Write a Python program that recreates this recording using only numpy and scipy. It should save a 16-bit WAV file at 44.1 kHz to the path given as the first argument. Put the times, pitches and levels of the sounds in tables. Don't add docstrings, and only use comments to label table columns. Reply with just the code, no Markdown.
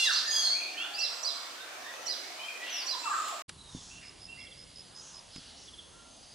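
import sys
import numpy as np
from scipy import signal
from scipy.fft import rfft, irfft
from scipy.io import wavfile
from scipy.ndimage import uniform_filter1d

SR = 44100
rng = np.random.default_rng(int(sys.argv[2]) if len(sys.argv) > 2 else 0)


def generate_wav(signal):
    frames = np.transpose(np.atleast_2d(signal))
    scaled = np.clip(frames, -1, 1) * 32767
    pcm = np.round(scaled).astype(np.int16)
    wavfile.write(sys.argv[1], SR, pcm)


N = 279594
LEAD = SR // 4
FOREST_END_S, CLEARING_START_S = 3.4225, 3.480
SIDE_SIGN = np.array([[1], [-1]])


def undb(db):
    return 10 ** (np.asarray(db) / 20)


def set_rms(x, db):
    return x * undb(db) / np.sqrt(np.mean(x ** 2))


def silence():
    return np.zeros((2, LEAD + N))


def add(out, start_s, sound, pan_db):
    for channel, (lag, pan_share) in enumerate(((1, .25), (0, -.75))):
        i = int(start_s * SR) + LEAD + lag
        n = min(len(sound), out.shape[1] - i)
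        out[channel, i:i + n] += sound[:n] * undb(pan_db * pan_share)


def glide(length_s, first_hz, mid_hz, last_hz):
    u = np.arange(int(length_s * SR)) / int(length_s * SR)
    return u, first_hz * (1 - u) * (1 - 2 * u) + 4 * mid_hz * u * (1 - u) + last_hz * u * (2 * u - 1)


def phasor(hz):
    return np.exp(2j * np.pi * np.cumsum(hz) / SR)


def wobble(width_hz, size):
    pole = np.exp(-np.pi * width_hz / SR)
    z = rng.standard_normal(size + 2000) + 1j * rng.standard_normal(size + 2000)
    for _ in range(2):
        z = signal.lfilter([1 - pole], [1, -pole], z)
    return z[-size:] / np.sqrt(np.mean(abs(z[1000:]) ** 2))


def drift(rate_hz):
    hold = int(SR / rate_hz)
    steps = np.repeat(rng.standard_normal(N // hold + 1), hold)
    return 0.86 * uniform_filter1d(uniform_filter1d(steps, hold), hold)[:N]


def lookup(curve, hz):
    knots_hz, values = np.transpose(curve)
    return np.interp(np.log(hz), np.log(knots_hz), values)


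# f/Hz, relative density/dB
FOREST_SPECTRUM = [(18, -56), (30, -24.5), (160, -23.5), (284, -7), (455, -8.5), (709, 1), (808, -5),
                   (1080, -2), (5740, -8), (15500, -24)]
CLEARING_SPECTRUM = [(18, -28), (30, -1), (675, -5), (2440, -15), (2900, -8.5), (4750, -9), (5650, -15),
                     (6390, -14.5), (11000, -12), (14300, -43), (22000, -120)]
# f/Hz, coherence/0-1
FOREST_COHERENCE = [(300, 0.8), (700, 0.34), (15000, 0)]
CLEARING_COHERENCE = [(60, 1), (500, 0.041), (3000, 1)]


def background(spectrum, coherence, db, drift_db, flicker_db):
    hz = np.maximum(np.arange(N // 2 + 1) * SR / N, 1)
    alike = lookup(coherence, hz)
    noise = rfft(rng.standard_normal((2, N))) * undb(lookup(spectrum, hz))
    mid, side = noise * np.sqrt([1 + alike, 1 - alike])
    stereo = mid + side * SIDE_SIGN
    out, tiny_drift = 0, drift_db * drift(2.75)
    for octave in np.arange(4, 14.5, .5):
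        band = np.cos(np.pi * np.clip(np.log2(hz) - octave, -.5, .5)) ** 2
        flicker = flicker_db * np.clip((13.3 - octave) / 3.67, .25, 1) * drift(9)
        out = out + irfft(stereo * band, N) * undb(tiny_drift + flicker)
    return set_rms(out, db)


def whistle(length_s, first_hz, mid_hz, last_hz, db, flutter, octave_db=-23, lean=.76):
    u, hz = glide(length_s, first_hz, mid_hz, last_hz)
    fundamental = phasor(hz)
    tone = fundamental + undb(octave_db) * fundamental ** 2
    waver = (1 + flutter * wobble(.06 * mid_hz, len(u))) / np.hypot(1, flutter)
    envelope = np.sin(np.pi * u ** lean) ** .6
    return np.sqrt(2) * undb(db) * envelope * (tone * waver).imag


def far_chorus(start_s, end_s, db, low_hz, top_hz, count):
    out = silence()
    for when, pitch, bend, span, fade, side in rng.random((count, 6)):
        hz = low_hz * (top_hz / low_hz) ** pitch
        first_hz = hz * (1.08 - 0.17 * bend)
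        note = whistle(0.0532 + 0.1174 * span, first_hz, hz, hz, db - 8 * fade, flutter=0.95)
        add(out, start_s + when * (end_s - start_s), note, pan_db=8 * (side - .5))
    return out


def tree_echoes(dry, branch_db, trunk_db, trunk_t60_s, coherence):
    t = np.arange(SR) / SR
    out = dry
    for db, t60_s in ((branch_db, .12), (trunk_db, trunk_t60_s)):
        mid, side = rng.standard_normal((2, SR)) * 1000 ** (-t / t60_s)
        echoes = np.sqrt(1 + coherence) * mid + np.sqrt(1 - coherence) * side * SIDE_SIGN
        echoes /= np.sqrt(np.sum(echoes ** 2) / 2)
        out = out + undb(db) * signal.fftconvolve(dry, echoes, axes=1)[:, :LEAD + N]
    return out[:, LEAD:]


# f/Hz, gain/dB
THROAT = [(600, -42), (2050, -13), (2750, 4.5), (3300, 1.5), (4700, 3), (6500, -3.5), (8500, -12.5),
          (13500, -25.5)]
# t/s, length/s, first f/Hz, middle f/Hz, last f/Hz, level/dB
SQUEALS = [(-.07, 0.14, 688.4, 694.6, 682.6, -31.5), (0.313, .16, 1674, 1656, 1645, -37)]


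def squeals():
    out, top_hz = silence(), THROAT[-1][0]
    for start_s, length_s, first_hz, mid_hz, last_hz, db in SQUEALS:
        u, hz = glide(length_s, first_hz, mid_hz, last_hz)
        tone = 0
        for k in range(1, int(top_hz / first_hz)):
            rasp = 1 + .9 * wobble(60 + 0.032 * k * first_hz, len(u))
            tone = tone + undb(lookup(THROAT, k * hz)) * rasp * phasor(k * hz)
        add(out, start_s, set_rms(tone.imag, db) * np.sin(np.pi * u) ** 0.16, pan_db=-1.5)
    return out


# t/s, length/s, centre f/Hz, width/Hz, level/dB
CHATTER = [(0, 0.25, 4536, 2400, -39.5), (0.097, 0.11, 4370, 503, -36), (0.785, 0.1, 1446, 153, -50),
           (1.003, 0.48, 7680, 599.5, -60), (1.297, 0.19, 1128, 160.7, -55.5),
           (1.642, 0.12, 1130, 195, -60.5), (1.799, 0.13, 1812, 160, -54), (2.606, 0.24, 2896, 2080, -44.5),
           (2.949, 0.44, 7370, 996, -49), (3.046, 0.37, 3346, 5100, -52), (3.673, 0.32, 5914, 2800, -54.5),
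           (4.013, 0.046, 2216, 607, -54), (4.947, 0.21, 6110, 1800, -54.5), (5.267, 0.31, 4336, 3050, -56),
           (5.552, 0.14, 5470, 2000, -56), (5.752, 1, 6340, 250, -66), (6.12, 0.66, 4810, 600, -60)]


def chatter(coherence=0.99):
    out = silence()
    for start_s, length_s, centre_hz, width_hz, db in CHATTER:
        u, hz = glide(length_s, centre_hz, centre_hz, centre_hz)
        carrier = undb(db) * np.sin(np.pi * u) ** .5 * phasor(hz)
        mid, side = ((carrier * wobble(width_hz, len(u))).imag for _ in range(2))
        stereo = np.sqrt(1 + coherence) * mid + np.sqrt(1 - coherence) * side * SIDE_SIGN
        i = int(start_s * SR) + LEAD
        out[:, i:i + len(u)] += stereo[:, :LEAD + N - i]
    return out


def arched(mid_hz, slide_hz, arch=0.0235):
    ends_hz = mid_hz * (1 - arch)
    return ends_hz - slide_hz / 2, mid_hz, ends_hz + slide_hz / 2


# t/s, length/s, middle f/Hz, slide/Hz, level/dB
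WHISTLES = [(0.046, 0.082, 1628, -1060, -36.5), (0.048, 0.051, 3790, -420, -33),
            (0.249, 0.065, 1779, -57, -43), (0.265, 0.19, 4716, -520, -35),
            (0.263, 0.18, 6437, -520, -37.5), (0.425, 0.083, 4260, -420, -31), (0.49, 0.11, 4454, -78, -35),
            (0.514, 0.085, 2406, 491, -45.5), (0.599, 0.054, 2465, -380, -41),
            (0.743, 0.13, 2726, 761.5, -44.5), (0.761, 0.1, 3307, 600, -42.5),
            (0.933, 0.06, 4986, 1056, -41), (0.967, 0.093, 2712, 88, -44.5), (0.983, 0.12, 5430, 45, -42),
            (1.107, 0.033, 1424, 261, -51), (1.564, 0.12, 1553, 136, -57), (1.582, 0.071, 3690, 30, -58),
            (1.674, 0.068, 2340, 57, -54.5), (1.72, 0.31, 2575, 7, -60), (1.864, 0.092, 1930, 122, -51),
            (2.36, 0.1, 2460, 423, -48.5), (2.378, 0.13, 3142, 400, -49), (2.461, 0.055, 2448, -310, -39),
            (2.595, 0.093, 1952, -14, -50.5), (2.658, 0.093, 2860, 156, -51),
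            (2.699, 0.15, 5310, -1950, -41.5), (2.922, 0.036, 1008, -150, -41.5),
            (3.014, 0.086, 923, -220, -46.5), (3.029, 0.082, 2696, 30, -46),
            (3.099, 0.049, 1590, -280, -45), (3.13, 0.031, 1830, -120, -49),
            (3.28, 0.091, 730, -400, -47.5), (3.571, 0.26, 3717, -630, -60),
            (3.899, 0.058, 2744, 304, -54.5), (3.959, 0.064, 2790, 80, -57.5),
            (4.273, 0.14, 2760, 60, -53.5), (4.371, 0.048, 2210, 360, -55.5),
            (4.418, 0.048, 2140, -400, -54.5), (5.447, 0.26, 2950, 30, -68), (5.919, 0.18, 1386, 8, -67.5)]


def whistlers():
    out = silence()
    pans_db = rng.normal(-.6, 2, len(WHISTLES))
    for (start_s, length_s, hz, slide_hz, db), pan_db in zip(WHISTLES, pans_db):
        note = whistle(length_s, *arched(hz, slide_hz), db, flutter=0.71)
        add(out, start_s, note, pan_db if start_s < FOREST_END_S else -5)
    return out


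# delay/s, length/s, first f/Hz, middle f/Hz, last f/Hz, relative level/dB
CHIRP_NOTES = [(-.004, 0.0064, 6400, 7200, 7950, -7), (0, 0.014, 5070, 5730, 6000, 3.5),
               (.012, 0.042, 4040, 4786, 5070, 2.5), (.044, 0.026, 4210, 4093, 3955, 2),
               (.068, 0.018, 3886, 3660, 3100, -6.5)]
PIP_NOTES = [(k * .053, 0.027, 3600, 3370, 3080, k * 1.9) for k in range(3)]
# t/s, level/dB
CHIRP_CALLS = [(0.124, -38), (.988, -39), (1.227, -39.5), (2.061, -41), (2.862, -40.5)]
PIP_CALLS = [(4.402, -58), (5.672, -55)]


def songbird(notes, calls, pan_db):
    out = silence()
    for start_s, db in calls:
        for delay_s, *contour, note_db in notes:
            note = whistle(*contour, db + note_db, flutter=0.39, octave_db=-32, lean=1.13)
            add(out, start_s + delay_s, note, pan_db)
    return out


def warble(start_s=3.054, step_s=0.04, base_hz=1193, db=-34.5):
    out = silence()
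    for k in range(7):
        hz = base_hz * (1 + 0.0515 * np.exp(-((k - 2.3) / 1.2) ** 2))
        note = whistle(step_s, *arched(hz, slide_hz=-320), db - 0.3 * k ** 2, flutter=0.3)
        add(out, start_s + k * step_s, note, pan_db=-2.5)
    return out


def crack(db, t60_s=.028, band_hz=(500, 7000)):
    t = np.arange(SR // 20) / SR
    burst = rng.standard_normal(len(t)) * 1000 ** (-t / t60_s)
    return undb(db) * signal.lfilter(*signal.butter(1, band_hz, "band", fs=SR), burst) / 2


def branch_snap(start_s=3.282):
    out = silence()
    add(out, start_s, crack(db=-33), pan_db=0)
    return out


def hand_rumble(db=-58.5, fall_db_per_s=6.5, band_hz=(35, 160)):
    bandpass = signal.butter(2, band_hz, "band", fs=SR, output="sos")
    rumble = signal.sosfilt(bandpass, rng.standard_normal(N)) * undb(2 * drift(16))
    held_s = np.arange(N) / SR - CLEARING_START_S
    return set_rms(rumble, db) * undb(-fall_db_per_s * held_s)


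# t/s, level/dB
NAIL_TAPS = [(3.493, -22.5), (5.361, -30)]
BUMPS = [(3.749, -34), (3.769, -44), (5.361, -43), (5.382, -43)]


def body_knocks(modes_hz=(179, 262), t60_s=0.05):
    out, t = silence(), np.arange(SR // 10) / SR
    ring = sum(np.sin(2 * np.pi * hz * t) for hz in modes_hz) * 1000 ** (-t / t60_s)
    for start_s, db in BUMPS:
        add(out, start_s, undb(db) * ring, pan_db=0)
    for start_s, db in NAIL_TAPS:
        add(out, start_s, crack(db), pan_db=0)
    return out[:, LEAD:]


# t/s, level/dB
FAR_BURSTS = [(4.0 + k * .169, -57) for k in range(6)]
NEAR_BURSTS = [(4.031, -51.5), (4.2034, -49), (4.3885, -50), (4.575, -49.5), (4.7557, -48.5),
               (4.9466, -48.5), (5.1297, -48), (5.319, -48.5)]
WING_HZ = 5360


def cricket(wing_hz, bursts, strokes=6, stroke_s=0.0093, step_s=.0119, sag=0.098):
    out = silence()
    u, hz = glide(stroke_s, wing_hz, wing_hz * (1 - sag / 2), wing_hz * (1 - sag))
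    stroke = np.sin(np.pi * u) * phasor(hz)
    for start_s, db in bursts:
        for k in range(strokes):
            rough = (stroke * (1 + .65 * wobble(300, len(u)))).imag
            add(out, start_s + k * step_s, rough * undb(db - 4 * .4 ** k), pan_db=-3.5)
    return out


def forest(birds):
    snap = branch_snap()
    chorus = far_chorus(-.2, FOREST_END_S, db=-58, low_hz=650, top_hz=6500, count=90)
    sources = birds + chorus + undb(5) * snap
    echoing = tree_echoes(sources, branch_db=-2.5, trunk_db=2, trunk_t60_s=.8, coherence=.5)
    bass_cut = signal.butter(3, 400, "high", fs=SR, output="sos")
    bed = background(FOREST_SPECTRUM, FOREST_COHERENCE, db=-45, drift_db=0.037, flicker_db=4.2)
    return signal.sosfilt(bass_cut, echoing) + snap[:, LEAD:] + bed


def clearing(birds):
    chorus = far_chorus(CLEARING_START_S, N / SR, db=-70, low_hz=2500, top_hz=7000, count=60)
    near_cricket = cricket(WING_HZ, NEAR_BURSTS)
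    far_cricket = cricket(.94 * WING_HZ, FAR_BURSTS)
    sources = birds + chorus + far_cricket + undb(-10) * near_cricket
    echoing = tree_echoes(sources, branch_db=-4, trunk_db=-1, trunk_t60_s=0.98, coherence=1)
    close = near_cricket[:, LEAD:] + body_knocks() + hand_rumble()
    bed = background(CLEARING_SPECTRUM, CLEARING_COHERENCE, db=-55, drift_db=0.03, flicker_db=3.8)
    treble_cut = signal.ellip(10, .2, 60, 10900, fs=SR, output="sos")
    return signal.sosfilt(treble_cut, echoing + close + bed)


def scene():
    birds = whistlers() + warble() + squeals()
    birds += songbird(CHIRP_NOTES, CHIRP_CALLS, pan_db=-6)
    birds += songbird(PIP_NOTES, PIP_CALLS, pan_db=-.3)
    birds += chatter()
    in_forest = np.arange(LEAD + N) < LEAD + FOREST_END_S * SR
    t = np.arange(N) / SR
    fade_out = np.clip((FOREST_END_S - t) / 0.0026, 0, 1)
    fade_in = np.clip((t - CLEARING_START_S) / 0.0079, 0, 1)
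    return forest(birds * in_forest) * fade_out + clearing(birds * ~in_forest) * fade_in


def record(dry):
    top_cut = signal.ellip(10, .2, 80, 15600, fs=SR, output="sos")
    return signal.sosfilt(top_cut, dry * undb([[-.4], [.4]]))


dry = scene()
out = record(dry)
generate_wav(out)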